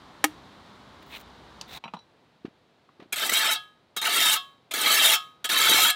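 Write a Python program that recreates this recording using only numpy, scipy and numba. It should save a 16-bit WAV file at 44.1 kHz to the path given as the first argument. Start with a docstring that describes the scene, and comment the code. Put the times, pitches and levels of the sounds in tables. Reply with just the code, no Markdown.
"""At a garden wall outdoors, a bricklayer raps a brick and scratches mortar from a joint.
Tool and brick clatter, and boots tread on sand. Then a steel trowel is drawn four times along the
brick face: grit rattles and hisses under the pressed blade, which squeaks and rings on when it lifts.
Behind it all are leaves, far traffic and an engine; this background drops abruptly before the strokes."""
import sys
import numpy as np
from scipy import signal
from scipy.fft import rfft, irfft
from scipy.io import wavfile
from scipy.ndimage import uniform_filter1d
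from numba import njit

SR = 44100
rng = np.random.default_rng(int(sys.argv[2]) if len(sys.argv) > 2 else 0)


def wav_out(sig):
    """Save sig, one row per channel (or a flat mono array), as 16-bit PCM at SR to the path in sys.argv[1]."""
    wavfile.write(sys.argv[1], SR, np.round(np.clip(np.atleast_2d(sig).T, -1, 1) * 32767).astype(np.int16))


N = 262395
TIME = np.arange(N) / SR
QUIETER_S = 1.789  # when the background drops

# Trowel strokes: the blade lands, hops, bites, is pushed along and springs off. Columns:
# lands_s, bites_s, leaves_s, landing_db, hardest_push_s, push_db, swell_db, sag_db,
# fine_grit_db, brick_body_db, free_ring_db, bend_hz, bend_boost_db
STROKES = [(3.123, 3.158, 3.558, -27.5, 3.38, -24.5, 6.5, 5, -5.5, -20, -42.5, 1680, 8),
           (3.963, 4.014, 4.366, -26, 4.27, -21, 7, 6, -5.5, -20, -39.5, 1056, 27),
           (4.709, 4.737, 5.156, -31, 5.09, -19.5, 9, 2, -5, -18, -38.5, 1171, 29),
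           (5.442, 5.490, 5.906, -25, 5.70, -19.3, 6, 2.5, -4, -16, -37, 1680, 10)]


def undb(db):
    """Turn decibels into a factor to multiply by."""
    return 10 ** (np.asarray(db) / 20)


def unit(x):
    """Scale to an average strength (rms) of 1."""
    return x / np.sqrt(np.mean(x ** 2) + 1e-20)


def add(out, start_s, x):
    """Mix x into out from start_s on."""
    i = int(start_s * SR)
    out[i:i + len(x)] += x[:N - i]


def progress(start_s, end_s):
    """Share of the way from one moment to another, 0 to 1."""
    return np.clip((TIME - start_s) / (end_s - start_s), 0, 1)


def fade(fade_s):
    """Half a second of dying away. Here and below, fade_s is the time taken to fall by 60 dB."""
    return np.exp(-np.log(1000) * TIME[:SR // 2] / fade_s)


def walk(per_s):
    """Smooth random wandering, about 1 in size."""
    hold = max(int(SR / per_s), 1)
    jumps = np.repeat(rng.standard_normal(N // hold + 1), hold)
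    return unit(uniform_filter1d(uniform_filter1d(jumps, hold), hold)[:N])


def colour(x, points):
    """Shape the tone along (pitch_hz, level_db) points; white noise keeps its overall strength."""
    size = 4096
    hz, db = np.transpose(points)
    grid_hz = np.maximum(np.fft.rfftfreq(size, 1 / SR), 1)
    gains = undb(np.interp(np.log(grid_hz), np.log(hz), db))
    cepstrum = irfft(np.log(gains))
    cepstrum[1:size // 2] *= 2  # folded forward, so the filter never sounds before its input
    cepstrum[size // 2 + 1:] = 0
    response = irfft(np.exp(rfft(cepstrum)))
    return signal.fftconvolve(x, response / np.linalg.norm(response))[:len(x)]


def low_cut(x, hz):
    """Turn down the bass below hz."""
    return signal.sosfilt(signal.butter(3, hz, "high", fs=SR, output="sos"), x)


@njit
def band_pass(x, hz, width_hz):
    """Let through a band around a pitch that may move."""
    out, band, low = np.empty(len(x)), 0., 0.
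    for i in range(len(x)):
        tuning = np.tan(np.pi * min(hz[i], .45 * SR) / SR)
        damping = np.pi * width_hz / SR * (1 + tuning * tuning) / tuning
        swing = (band + tuning * (x[i] - low)) / (1 + tuning * (tuning + damping))
        band = 2 * swing - band
        low += 2 * tuning * swing
        out[i] = damping * swing
    return out


def resonate(x, tones, drift, swell_db):
    """Shake an object's own tones with x; the moving contact shifts each and feeds it more or less."""
    out = 0
    for k, (hz, width_hz, db) in enumerate(tones):
        feed = unit(undb(swell_db * np.tanh(walk(28))))
        pitch_hz = hz * (1 + drift * walk(12))
        out = out + (-1) ** k * undb(db) * band_pass(x * feed, pitch_hz, float(width_hz))
    power = sum(undb(db) ** 2 * np.pi * width_hz / SR for _, width_hz, db in tones)
    return out / np.sqrt(power)


def ring(tones, rise_s):
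    """A struck object's tones die away freely; neighbours swing opposite ways."""
    t = TIME[:SR]
    out = sum((-1) ** k * undb(db - 60 * t / fade_s) * np.sin(2 * np.pi * hz * t)
              for k, (hz, db, fade_s) in enumerate(tones))
    return out * (1 - np.exp(-t / rise_s))


def grit(per_s, spread_db):
    """Sand grains break at random; a wider spread makes a few much louder than the rest."""
    size = undb(spread_db * np.clip(rng.standard_normal(N), -2, 2))
    breaks = rng.random(N) < per_s / SR
    return unit(breaks * size * rng.choice([-1, 1], N))


def slips(per_s, spread_db, length_s, top_hz):
    """Brief runs of sticking and slipping, each at its own pitch and strength."""
    out = np.zeros(N)
    for when, pitch, span, size, phase in rng.random((int(per_s * N / SR), 5)):
        t = TIME[:int(length_s * (.5 + span) * SR)]
        tone = np.sin(2 * np.pi * (top_hz * pitch * t + phase))
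        add(out, when * N / SR, undb(spread_db * size ** 3) * np.hanning(len(t)) * tone)
    return unit(out)


def contact(start_s, end_s, db, release_s):
    """Loudness of one scrape: it bites quickly, follows db, then lets go."""
    bite = np.clip((TIME - start_s) / 0.00056, 0, 1)
    release = np.exp(-np.maximum(TIME - end_s, 0) / release_s)
    return undb(db) * bite * release


def yard(x, near_db=-15, near_fade_s=0.11, far_db=-26, far_fade_s=0.34):
    """Add quick echoes from wall and ground, then a faint tail from the buildings around."""
    out = x
    for db, fade_s, delay_s in ((near_db, near_fade_s, .002), (far_db, far_fade_s, .012)):
        scatter = colour(rng.standard_normal(SR // 2), [(200, -8.5), (4000, 5), (15000, -4.5)])
        echo = scatter * fade(fade_s) * (TIME[:SR // 2] > delay_s)
        out = out + undb(db) * signal.fftconvolve(x, echo / np.linalg.norm(echo))[:N]
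    return out


def open_air():
    """Leaves and far traffic waver gently; at first they are louder and a far engine drones."""
    # Tone of the air before and after it drops: pitch_hz, level_db
    early_tone = [(25, -25), (60, -5), (230, -2.5), (500, -9), (1050, -6), (2600, -19.5), (3800, -15),
                  (5500, -27), (15500, -47.5)]
    late_tone = [(25, -26.5), (60, -12), (130, -3), (400, -6.5), (850, -8.5), (1400, -14), (2600, -18.5),
                 (3900, -17.5), (5700, -30), (15500, -46.5)]
    # The engine swelling and sinking: time_s, level_db
    engine_levels = [(0, -80.5), (.85, -69), (1.15, -58.5), (1.5, -57), (1.79, -67)]
    early = undb(-50.5 + 0.13 * walk(1.4)) * colour(rng.standard_normal(N), early_tone)
    late = undb(-63 + .5 * walk(2.9)) * colour(rng.standard_normal(N), late_tone)
    engine_db = np.interp(TIME, *np.transpose(engine_levels)) + 2 * walk(12)
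    engine_hz = 60 * (1 + 0.035 * walk(9.8))
    engine = undb(engine_db) * np.sin(2 * np.pi * np.cumsum(engine_hz) / SR)
    return np.where(TIME < QUIETER_S, early + engine, late)


def boots():
    """The sole gives one soft push, then the sand crunches under it."""
    # Footfalls: time_s, thud_db, thud_hz, crunch_db, crunch_fade_s
    steps = [(2.4505, -23, 291.9, -44, 0.097), (2.482, -38, 241, -62, .05), (2.998, -39.5, 302, -47, 0.17),
             (3.024, -39.5, 293, -48, 0.076), (3.06, -46.5, 260, -70, .04)]
    # Tone of trodden sand: pitch_hz, level_db
    sand_tone = [(80, -22.5), (170, 1), (400, 9.5), (900, 4), (1400, 2), (2000, 0.5), (4000, -5.5),
                 (8000, -30), (15000, -37)]
    out = np.zeros(N)
    t = TIME[:SR // 2] - .01  # starts early to hold both halves of the thud
    for time_s, thud_db, thud_hz, crunch_db, fade_s in steps:
        thud = -np.sin(2 * np.pi * thud_hz * t) * np.exp(-(t * thud_hz / 0.63) ** 2)
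        crunch = fade(fade_s) * grit(per_s=2700, spread_db=0)[:len(t)]
        add(out, time_s + t[0], undb(thud_db) * thud)
        add(out, time_s + .002, undb(crunch_db) * colour(crunch, sand_tone))
    return out


def mortar_scratches():
    """A small tool presses ever harder into soft mortar until it slips out; sand ticks off."""
    # Scratches: start_s, length_s, final_db, final_sand_db, rasp_hz (the tool's tone, set by the grip)
    scratches = [(1.019, .01, -49.5, -56, 1991), (1.057, .162, -55.5, -53.5, 1400),
                 (1.099, 0.0715, -40, -64, 2260), (1.677, 0.1, -41, -49, 3640)]
    # Tone of rubbed mortar: pitch_hz, level_db
    mortar_tone = [(200, -8.5), (1000, -2), (1650, -10), (2050, -4), (3200, -3.5), (4000, -1.5),
                   (5200, -22), (9000, -38)]
    sand_tone = [(4000, -3), (6800, -2), (11000, -7), (15500, 4.5)]
    out = np.zeros(N)
    for start_s, length_s, db, sand_db, rasp_hz in scratches:
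        end_s = start_s + length_s
        swell_db = -15.5 * progress(end_s, start_s) ** 2
        press = contact(start_s, end_s, swell_db, release_s=.003)
        catch = unit(undb(3.5 * np.tanh(walk(300))))
        rub, sand = grit(per_s=5000, spread_db=3), grit(per_s=1000, spread_db=4.5)
        rasp = unit(band_pass(rub, np.full(N, float(rasp_hz)), width_hz=530.))
        out += undb(db) * press * catch * unit(colour(rub, mortar_tone) + undb(-3) * rasp)
        out += undb(sand_db) * colour(press * catch * sand, sand_tone)
    return out * (TIME < QUIETER_S)


def knocks():
    """Tool and brick clatter: a gritty click, the brick's dull clack and a thin ring of steel."""
    # Light knocks: start_s, clack_db, click_db, click_hz, click_width_hz, click_fade_s, steel_db
    hits = [(1.612, -43, -31, 4337, 5600, 0.028, -70), (1.839, -37.5, -36.5, 2540, 1470, 0.05505, -43.5),
            (1.855, -34.5, -53, 2500, 1200, .04, -59), (1.879, -38.5, -42, 2580, 995, 0.05, -62),
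            (1.937, -28.5, -42.5, 2800, 3184, 0.062, -54), (1.967, -42, -56, 3000, 2000, 0.0422, -50),
            (1.99, -55.5, -52, 3443, 3000, 0.02584, -48), (2.89, -56, -47, 1283, 600, 0.02028, -82)]
    # Tone of a knocked brick: pitch_hz, level_db
    clack_tone = [(90, -19), (180, 4), (400, -10), (650, -5.5), (900, 7), (1300, -1.5), (2000, -23),
                  (6000, -55)]
    # Tones of struck steel: pitch_hz, level_db, fade_s
    steel_tones = [(3940, 1.5, 0.11), (4060, -2, 0.034), (5680, -14, 0.1192), (5950, -30.5, .1),
                   (8700, -36, 0.092)]
    out = np.zeros(N)
    for start_s, clack_db, click_db, click_hz, width_hz, fade_s, steel_db in hits:
        click_noise, clack_noise = rng.standard_normal((2, SR // 2))
        centre_hz = np.full(SR // 2, float(click_hz))
        click = band_pass(click_noise, centre_hz, 0.91 * width_hz)
        click = band_pass(click, centre_hz, 0.54 * width_hz)  # a second pass narrows it further
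        add(out, start_s, undb(click_db) * unit(click) * fade(fade_s))
        add(out, start_s, undb(clack_db) * colour(clack_noise * fade(0.061), clack_tone))
        add(out, start_s, undb(steel_db) * ring(steel_tones, rise_s=0.00055))
    return out


def brick_rap(start_s=0.241, crush_s=0.0065):
    """A hard blow crushes the brick's skin for an instant; tool and brick ring briefly."""
    # Tone of the crack: pitch_hz, level_db
    crack_tone = [(120, -41), (330, -3), (800, -3.5), (1700, -2.5), (3000, -6), (5500, -9.5), (12000, -11),
                  (15500, -17.5)]
    # Tones that ring after the blow: pitch_hz, level_db, fade_s
    rap_tones = [(305.5, 0, 0.14), (816, 6.5, 0.0461), (1255, -2.5, 0.0633), (1660, 9.5, 0.029),
                 (1893, -0.5, .05), (2200, 5, 0.032), (2795.6, -11, .08), (3320, -15, 0.0849)]
    out, t = np.zeros(N), TIME[:SR // 2]
    crush = undb(-14) * np.exp(-(t / crush_s) ** 2)
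    tail = undb(-28) * fade(0.083)
    crack = (crush + tail) * np.minimum(t / 0.0004, 1) * rng.standard_normal(len(t))
    add(out, start_s, colour(crack, crack_tone))
    add(out, start_s, undb(-20) * ring(rap_tones, rise_s=0.002))
    return low_cut(out, hz=200)  # small things give off no deep bass


def blade_squeaks():
    """Now and then the slipping edge locks roughly onto one tone of the blade."""
    # Squeaks: middle_s, pitch_hz, level_db, core_s (the whole squeak is 3.4 times as long)
    squeaks = [(3.131, 2416, -27, 0.004783), (3.297, 1990, -23.5, 0.004), (3.36, 3811, -28, .016),
               (3.374, 3273, -26, .014), (3.993, 3700, -30.5, 0.019), (4.147, 3294, -26.5, 0.011),
               (4.174, 1353, -29, 0.018), (4.255, 3703, -28, .014), (4.914, 3102, -21, 0.011),
               (5.056, 3700, -20.5, .015), (5.876, 3280, -21, 0.017)]
    out = np.zeros(N)
    for middle_s, hz, db, core_s in squeaks:
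        t = TIME[:int(3.4 * core_s * SR)]
        roughness = np.cumsum(.045 * rng.standard_normal(len(t)))
        tone = np.sqrt(2) * np.sin(2 * np.pi * hz * t + roughness)
        add(out, middle_s - t[-1] / 2, undb(db) * np.hanning(len(t)) * tone)
    return out


def blade_ring(hop_db=-16):
    """The free blade rings lightly as it hops, and again on lifting; the bend brings out a low tone."""
    # Tones of the free blade: pitch_hz, level_db, fade_s
    free_tones = [(725, 1.5, 0.21), (1106, -11.5, 0.41), (1255.5, 3, 0.46), (1671, -6.5, 0.38),
                  (2180, 3, 0.13), (2690, 3.5, 0.21), (3130, 2.5, 0.33), (3430, -2, 0.29),
                  (3300, 13.5, 0.16), (3840, -8.5, 0.57), (4230, -1.5, 0.18), (4940, -7, .18),
                  (5529, -23, .13)]
    out = np.zeros(N)
    hz, db, fade_s = np.transpose(free_tones)
    for lands_s, _, leaves_s, landing_db, *_, ring_db, bend_hz, boost_db in STROKES:
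        apart = ((hz - bend_hz) / 95) ** 2
        bend_db = boost_db * (1 - apart) * np.exp(-apart / 2)  # tones near bend_hz gain, the next lose
        add(out, lands_s, undb(landing_db + hop_db) * ring(free_tones, rise_s=.004))
        add(out, leaves_s, undb(ring_db) * ring(zip(hz, db + bend_db, fade_s), rise_s=0.0017))
    return out


def blade_shimmer(x, share_db=-4, fade_s=0.091):
    """Add the blade's many small tones; each stroke holds it at a new angle and finds another set."""
    out = x.copy()
    for lands_s, _, leaves_s, *_ in STROKES:
        during = (TIME > lands_s - .1) & (TIME < leaves_s + .1)
        tones = rng.standard_normal(SR // 2) * fade(fade_s)
        out += undb(share_db) * signal.oaconvolve(x * during, tones / np.linalg.norm(tones))[:N]
    return out / np.hypot(1, undb(share_db))


def trowel_pressure(bumps_per_s=45, skim_s=0.036):
    """How hard the strokes work the coarse grains, the fine grit and the brick's body."""
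    # The edge catches on a ridge, then skims over it. Columns:
    # start_s, level_db, length_s, fine_grit_db, brick_body_db, skim_dip_db
    catches = [(3.219, -25, 0.034, -13, -13, 6), (3.2935, -15.5, 0.0047, -12, -17, 1),
               (3.315, -23.5, 0.01303, -10, -10, -2), (3.504, -28.5, 0.028, 4.5, -18, 4.5),
               (4.049, -20.5, .024, -10, -25, 1), (4.736, -25.5, 0.016, -0.5, -8.5, 2.5),
               (4.854, -27, 0.025, -14, -8.5, -2), (5.047, -22.5, 0.021, 1, -35.5, 2),
               (5.115, -17.5, 0.025, -4, -26.5, 3), (5.493, -19, 0.01, -16.5, -31, 1),
               (5.692, -31, 0.016, 14, -4, 0.5)]
    coarse, fine, body = np.zeros((3, N))
    landings = []
    for (lands_s, bites_s, leaves_s, landing_db, hardest_s,
         push_db, swell_db, sag_db, fine_db, body_db, *_) in STROKES:
        db = push_db - swell_db * progress(hardest_s, bites_s) ** 1.38
        db -= sag_db * progress(hardest_s, leaves_s) ** 2
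        along = progress(bites_s, leaves_s) - .5
        finer_db = 1.5 * along  # the grit is ground finer as the stroke goes on
        arch_db = -8.5 * (2 * along) ** 2  # the brick sounds most at mid-stroke
        coarse += contact(bites_s, leaves_s, db, release_s=0.0032)
        fine += contact(bites_s, leaves_s, db + fine_db + finer_db, release_s=0.0028)
        body += contact(bites_s, leaves_s, push_db + body_db + arch_db, release_s=0.0027)
        landings.append((lands_s, landing_db, 0.018, -4, -14))  # a scuff: a catch with no skim
    skim = undb(-sum(dip_db * np.exp(-((TIME - start_s - 2.4 * length_s) / skim_s) ** 2)
                     for start_s, _, length_s, _, _, dip_db in catches))
    coarse *= skim
    fine *= skim * unit(undb(walk(bumps_per_s)))  # the brick's face is bumpy
    body *= unit(undb(2 * walk(bumps_per_s)))
    for start_s, db, length_s, fine_db, body_db, *_ in landings + catches:
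        t = TIME - start_s
        bite = undb(db) * np.clip(t / 0.0024, 0, 1) * np.exp(-(t / length_s) ** 2)
        coarse = np.hypot(coarse, bite)
        fine = np.hypot(fine, bite * undb(fine_db))
        body = np.hypot(body, bite * undb(body_db))
    return coarse, fine, body


def trowel_scrape():
    """The edge judders over grains; they ring the pressed blade, hiss, and shake the brick."""
    # Tones of the pressed blade (main, high, and changing with the grip): pitch_hz, width_hz, level_db
    pressed_tones = [(880.4, 14.3, -0.5), (1182, 63, -7.5), (1703, 35, 1.5), (2218, 104, -1.5),
                     (2642, 22, -1), (3261, 87, -1), (3832.1, 17, -6), (4494, 37, -2), (4840, 85, -14),
                     (5056.2, 32, -3.5), (5350, 35, -5.5), (5740, 48, -7.5), (5970, 41, -14)]
    high_tones = [(6095, 100, -3.5), (6580, 89, -5), (7180, 150, -6), (8400, 160, -13.5), (9090, 170, -5),
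                  (9363.6, 44, -4.5), (9950, 330, -7.5), (10550, 96, -6), (11220, 210, -6.5),
                  (12340, 130, -2.5), (13500, 210, -6), (14500, 350, -7.5)]
    grip_tones = [(1282, 18, 0), (1314, 9.7, -4), (1580, 21, -6.5), (2737.7, 56, -6), (3084, 20, 2.5),
                  (3676, 17, 3), (4076, 57, -2), (5282, 18, -5.5), (14460, 40, -10)]
    # Tone of fine grit, crushed grit and the brick's body: pitch_hz, level_db
    hiss_tone = [(4500, -15), (6200, -6.5), (8000, 4.5), (10000, -10), (13000, -12.5), (15600, -6.5)]
    rasp_tone = [(400, -24.5), (700, -4), (1000, -7.5), (1350, 3.5), (1600, -3.5), (2150, -2), (2900, -1.5),
                 (3300, 0), (3900, 2), (4700, -12.5), (5800, -29.5), (7000, -34.5)]
    brick_tone = [(70, -42), (130, -18), (180, -3), (300, 3.5), (480, 3.5), (700, -1), (1100, -19.5)]
    coarse, fine, body = trowel_pressure()
    judder = unit(undb(0.5 * walk(260) + 0.24 * walk(80)))  # the rough face jolts all grains together
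    rattle = coarse * judder * grit(per_s=7000, spread_db=5.5)
    fine = fine * judder * unit(undb(2.2 * walk(170)))
    pressed = undb(-5) * resonate(rattle, pressed_tones, drift=.0015, swell_db=5)
    gripped = undb(-6.5) * resonate(rattle, grip_tones, drift=.001, swell_db=7)
    # sand cracks under the edge in short, bright flecks
    flecks = slips(per_s=1500, spread_db=12, length_s=.003, top_hz=16000)
    fine_rattle = fine * grit(per_s=5000, spread_db=0.5)
    sizzle = undb(-2) * resonate(fine_rattle, high_tones, drift=0.009, swell_db=3)
    crackle = grit(per_s=2500, spread_db=4)
    hiss = undb(-7) * colour(fine * (flecks + crackle), hiss_tone)
    # longer slips give the rasp its coarse, shifting tone
    slipping = slips(per_s=800, spread_db=12, length_s=.014, top_hz=4800)
    crushing = grit(per_s=3700, spread_db=12.5)
    rasp = undb(-11) * colour(coarse * judder * (slipping + crushing), rasp_tone)
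    brick = undb(-3) * colour(body * judder * grit(per_s=900, spread_db=2), brick_tone)
    return low_cut(pressed + gripped + sizzle + blade_shimmer(rasp + hiss) + brick, hz=121.53)


def scene():
    """All the work at the wall, over the open air, in one channel."""
    rap = yard(brick_rap(), near_db=-18, near_fade_s=.06, far_db=-31, far_fade_s=.28)
    trowel = trowel_scrape() + blade_squeaks() + blade_ring()
    return (yard(trowel + knocks()) + rap + mortar_scratches() + boots() + open_air())[None]


def record(dry):
    """Take away the deepest bass and the highest treble."""
    treble_cut = signal.ellip(10, .2, 80, 15800, fs=SR, output="sos")
    return signal.sosfilt(treble_cut, low_cut(dry, hz=35))


dry = scene()
out = record(dry)
wav_out(out)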